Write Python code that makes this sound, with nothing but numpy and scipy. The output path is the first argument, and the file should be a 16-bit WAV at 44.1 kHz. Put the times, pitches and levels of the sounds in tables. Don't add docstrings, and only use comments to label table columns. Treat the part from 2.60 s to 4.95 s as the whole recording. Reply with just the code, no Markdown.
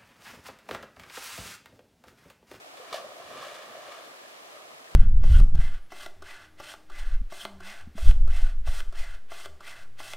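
import sys
import numpy as np
from scipy import signal
from scipy.fft import rfft, irfft
from scipy.io import wavfile

SR = 44100
rng = np.random.default_rng(int(sys.argv[2]) if len(sys.argv) > 2 else 0)


def unload_wav(signal):
    wavfile.write(
        sys.argv[1],
        SR,
        np.round(np.clip(np.atleast_2d(signal).T, -1, 1) * 32767).astype(np.int16),
    )


N = 103635
T = np.arange(N) / SR
HZ = np.fft.rfftfreq(2 * N, 1 / SR)


def undb(db):
    return 10 ** (np.asarray(db) / 20)


def unit(x):
    return x / np.sqrt(np.mean(x ** 2))


def fader(points):
    return undb(np.interp(T, *np.array(points).T))


def eq(x, points):
    hz, db = np.array(points).T
    gain = undb(np.interp(np.log(HZ + 1), np.log(hz), db))
    return irfft(rfft(x, 2 * N) * gain)[..., :N]


def drift(rate_hz):
    return np.interp(T * rate_hz, np.arange(400), rng.standard_normal(400))


def add(out, start, sound):
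    i = int(np.clip(start * SR, 0, N))
    out[i:i + len(sound)] += sound[:N - i]


def patter(per_s, spread_db):
    hits = rng.random(N) < per_s / SR
    size = np.minimum(rng.standard_normal(N), 2)
    polarity = np.sign(rng.standard_normal(N))
    return hits * polarity * undb(spread_db * size)


def bubble(hz, decay, attack, rise):
    t = np.arange(int(7 * decay * SR)) / SR
    envelope = (1 - np.exp(-(t / attack) ** 2)) * np.exp(-t / decay)
    phase = 2 * np.pi * hz * t * (1 + rise * t / decay / 2)
    return envelope / envelope.max() * np.sin(phase)


# f/Hz, level/dB
CLOUD_EQ = [(100, -5), (420, -4.5), (680, 2.5), (900, -1.5), (1200, 2.5), (3000, 4)]
def bubble_cloud(per_s, centre_hz, octaves, decay_cycles, spread_db):
    out = np.zeros(N)
    starts = rng.random(8000) * N / SR
    scatter = np.clip(rng.standard_normal((8000, 2)), -2.5, [2.5, 1.7])
    for start, (pitch, level) in zip(starts[:int(per_s * N / SR)], scatter):
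        hz = centre_hz * 2 ** (octaves * pitch)
        ring = bubble(hz, decay=decay_cycles / hz, attack=0.5 / hz, rise=0.07)
        add(out, start, undb(spread_db * level) * ring)
    return unit(eq(out, CLOUD_EQ))


# f/Hz, level/dB
BREEZE_EQ = [(20, -5), (60, 15), (150, 27), (260, 14), (600, -38), (2000, -70)]
def breeze(level_db=-75.5, gust_db=4, puff_db=-51, puff_at_s=2.342, puff_width_s=0.012):
    gusts = undb(level_db + gust_db * drift(rate_hz=21))
    puff = undb(puff_db) * np.exp(-0.5 * ((T - puff_at_s) / puff_width_s) ** 2)
    return (gusts + puff) * unit(eq(rng.standard_normal((2, N)), BREEZE_EQ))


# f/Hz, level/dB
RUSH_EQ = [(30, -33), (120, -33), (220, -11.5), (340, -5), (680, 0.5), (930, -8.5), (1220, -5),
           (1500, -10.5), (2100, -10), (3200, -11), (6000, -16), (10000, -20), (15500, -26.5)]
# f/Hz, level/dB
RUSH_WIDTH = [(100, 1), (350, 1.5), (650, 0.5), (950, 8.5), (1200, 5.5), (2000, 7.5), (3000, 4), (4500, 4),
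              (7000, 2.5), (11000, 0.5), (15000, 1)]
def stream(rush_db=-53.5, flicker_db=0.26, trickle_db=-60, right_lag_s=0.000053):
    def rush():
        gain = undb(rush_db + flicker_db * drift(rate_hz=13.84))
        return gain * unit(eq(patter(per_s=12000, spread_db=2.5), RUSH_EQ))

    mid, side = rush(), eq(rush(), RUSH_WIDTH)
    cloud = bubble_cloud(per_s=500, centre_hz=652, octaves=0.601, decay_cycles=2.06, spread_db=8)
    trickle = undb(trickle_db) * cloud
    late_trickle = np.interp(T - right_lag_s, T, trickle)
    return np.array([mid + side + trickle, mid - side + late_trickle])


def lake_mirror(x, delay_s=0.001717, gain=0.62, cutoff_hz=2880):
    reflection = gain * np.exp(-2j * np.pi * HZ * delay_s) / (1 + (HZ / cutoff_hz) ** 2)
    return irfft(rfft(x, 2 * N) * (1 + reflection))[:N] / np.hypot(1, gain)


def rock_echo(x, t60_s=0.66, build_s=0.0032):
    envelope = np.exp(-np.log(1000) * T / t60_s) * (1 - np.exp(-T / build_s))
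    tail = unit(rng.standard_normal((2, N)) * envelope) / np.sqrt(N)
    wet = signal.fftconvolve(x[None], tail, axes=1)[:, :N]
    return eq(wet, [(600, -11.5), (3000, -8.5)])


# t/s, level/dB, width/s
GULP_CUES = [(0.322, -54, 0.023), (0.436, -55, 0.052), (0.614, -59, 0.044), (0.75, -51.5, 0.065),
             (1.121, -58, 0.075), (1.48, -63, 0.019)]
# f/Hz, level/dB
GULP_EQ = [(25, -48), (60, -23), (110, -11), (190, -6.5), (290, 6), (700, -15), (2000, -48)]
def gulps():
    swell = sum(undb(db) * np.exp(-0.5 * ((T - at) / width) ** 2) for at, db, width in GULP_CUES)
    return swell * unit(eq(rng.standard_normal(N), GULP_EQ))


# t/s, level/dB
CHURN_RIDE = [(.15, -70), (.22, -56), (.29, -51), (.37, -45), (.48, -50.5), (.62, -52), (.76, -46),
              (.92, -49), (1.07, -52), (1.31, -49), (1.48, -54), (1.68, -66.5), (2.02, -54), (2.2, -60.5),
              (2.35, -83)]
def churn():
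    cloud = bubble_cloud(per_s=1400, centre_hz=801.3, octaves=0.539, decay_cycles=4.47, spread_db=0)
    return fader(CHURN_RIDE) * cloud


# t/s, level/dB
SPRAY_RIDE = [(0, -72), (.28, -54), (.38, -46), (.46, -65.5), (.6, -57), (.72, -50), (.85, -45.5),
              (.95, -48.5), (1.08, -55), (1.2, -52.5), (1.32, -49), (1.5, -59), (1.7, -60), (1.95, -60.5),
              (2.35, -76)]
# f/Hz, level/dB
SPRAY_EQ = [(60, -24.5), (250, -34), (600, -29), (1200, 3.5), (2200, -3), (3300, -1.5), (5000, -11.5),
            (9000, -17.5), (16000, -28)]
def spray():
    return fader(SPRAY_RIDE) * unit(eq(patter(per_s=4600, spread_db=-4), SPRAY_EQ))


# t/s, f/Hz, level/dB, decay/s
PLOP_CUES = [(.042, 560, -50.5, 0.0017), (.14, 748, -42, 0.0087), (0.197, 467, -41.5, 0.012),
             (.326, 390, -33, 0.0023), (.329, 1140, -28.5, 0.0027), (.3412, 625, -29.5, 0.0065),
             (.375, 1145, -43, 0.02), (.444, 576, -36, 0.0086), (.519, 622, -39, 0.0025),
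             (.598, 663, -39.5, 0.0085), (.655, 91, -66, .028), (.711, 590, -41, 0.017),
             (0.712, 205, -51, 0.008), (.735, 118, -66, 0.03), (.758, 1150, -45.5, 0.037),
             (0.777, 261, -44.5, 0.016), (0.799, 147, -59, 0.027), (0.825, 1103, -39.5, 0.0077),
             (.865, 547, -38, 0.0091), (0.929, 166, -58, .008), (.99, 575, -41, 0.0098),
             (1.102, 710, -51, 0.0042), (1.1515, 625, -35.5, 0.0023), (1.187, 596, -41, 0.0085),
             (1.286, 540, -42.5, 0.0094), (1.315, 1163, -43, 0.0091), (1.657, 1660, -46.5, 0.0032),
             (1.83, 830, -42, 0.0035), (1.971, 1260, -45, .006), (2.02, 1194, -52, 0.0056),
             (2.272, 1670, -50.5, 0.0027)]
def plops():
    out = np.zeros(N)
    for start, hz, db, decay in PLOP_CUES:
        add(out, start, undb(db) * bubble(hz, decay, attack=0.001, rise=0.0605))
    return out


# t/s, level/dB, decay/s
SLAP_CUES = [(0.171, -47, 0.017), (0.305, -48, 0.017), (0.3266, -32.5, 0.013), (.341, -37, 0.018),
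             (0.358, -42, 0.02), (0.811, -46, 0.084), (0.942, -45.5, 0.014), (1.021, -50, 0.022),
             (1.285, -59, .014), (1.318, -47, 0.018), (1.446, -49, 0.019)]
# f/Hz, level/dB
SLAP_EQ = [(100, -39), (400, -9.5), (700, 7.5), (1200, 1), (2200, -3.5), (3500, 1.5), (6000, -8.5),
           (10000, -15.5), (16000, -24)]
def slaps(attack_s=0.00094):
    envelope = np.zeros(N)
    for start, db, decay in SLAP_CUES:
        age = np.maximum(T - start, 0)
        envelope += undb(db) * (1 - np.exp(-age / attack_s)) * np.exp(-age / decay)
    return envelope * unit(eq(patter(per_s=16000, spread_db=0.5), SLAP_EQ))


def crack(at_s=0.329, peak_db=-26, width_s=0.00006):
    offset = (T - at_s) / width_s
    return undb(peak_db) * offset * np.exp(0.5 - 0.5 * offset ** 2)


def scene():
    splash = lake_mirror(crack() + slaps() + spray() + churn() + plops() + gulps())
    return splash + rock_echo(splash) + stream() + breeze()


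def record(dry):
    low_cut = signal.butter(2, 45, "high", fs=SR, output="sos")
    high_cut = signal.ellip(12, 0.1, 70, 15800, fs=SR, output="sos")
    return signal.sosfilt(high_cut, signal.sosfilt(low_cut, dry))


dry = scene()
out = record(dry)
unload_wav(out)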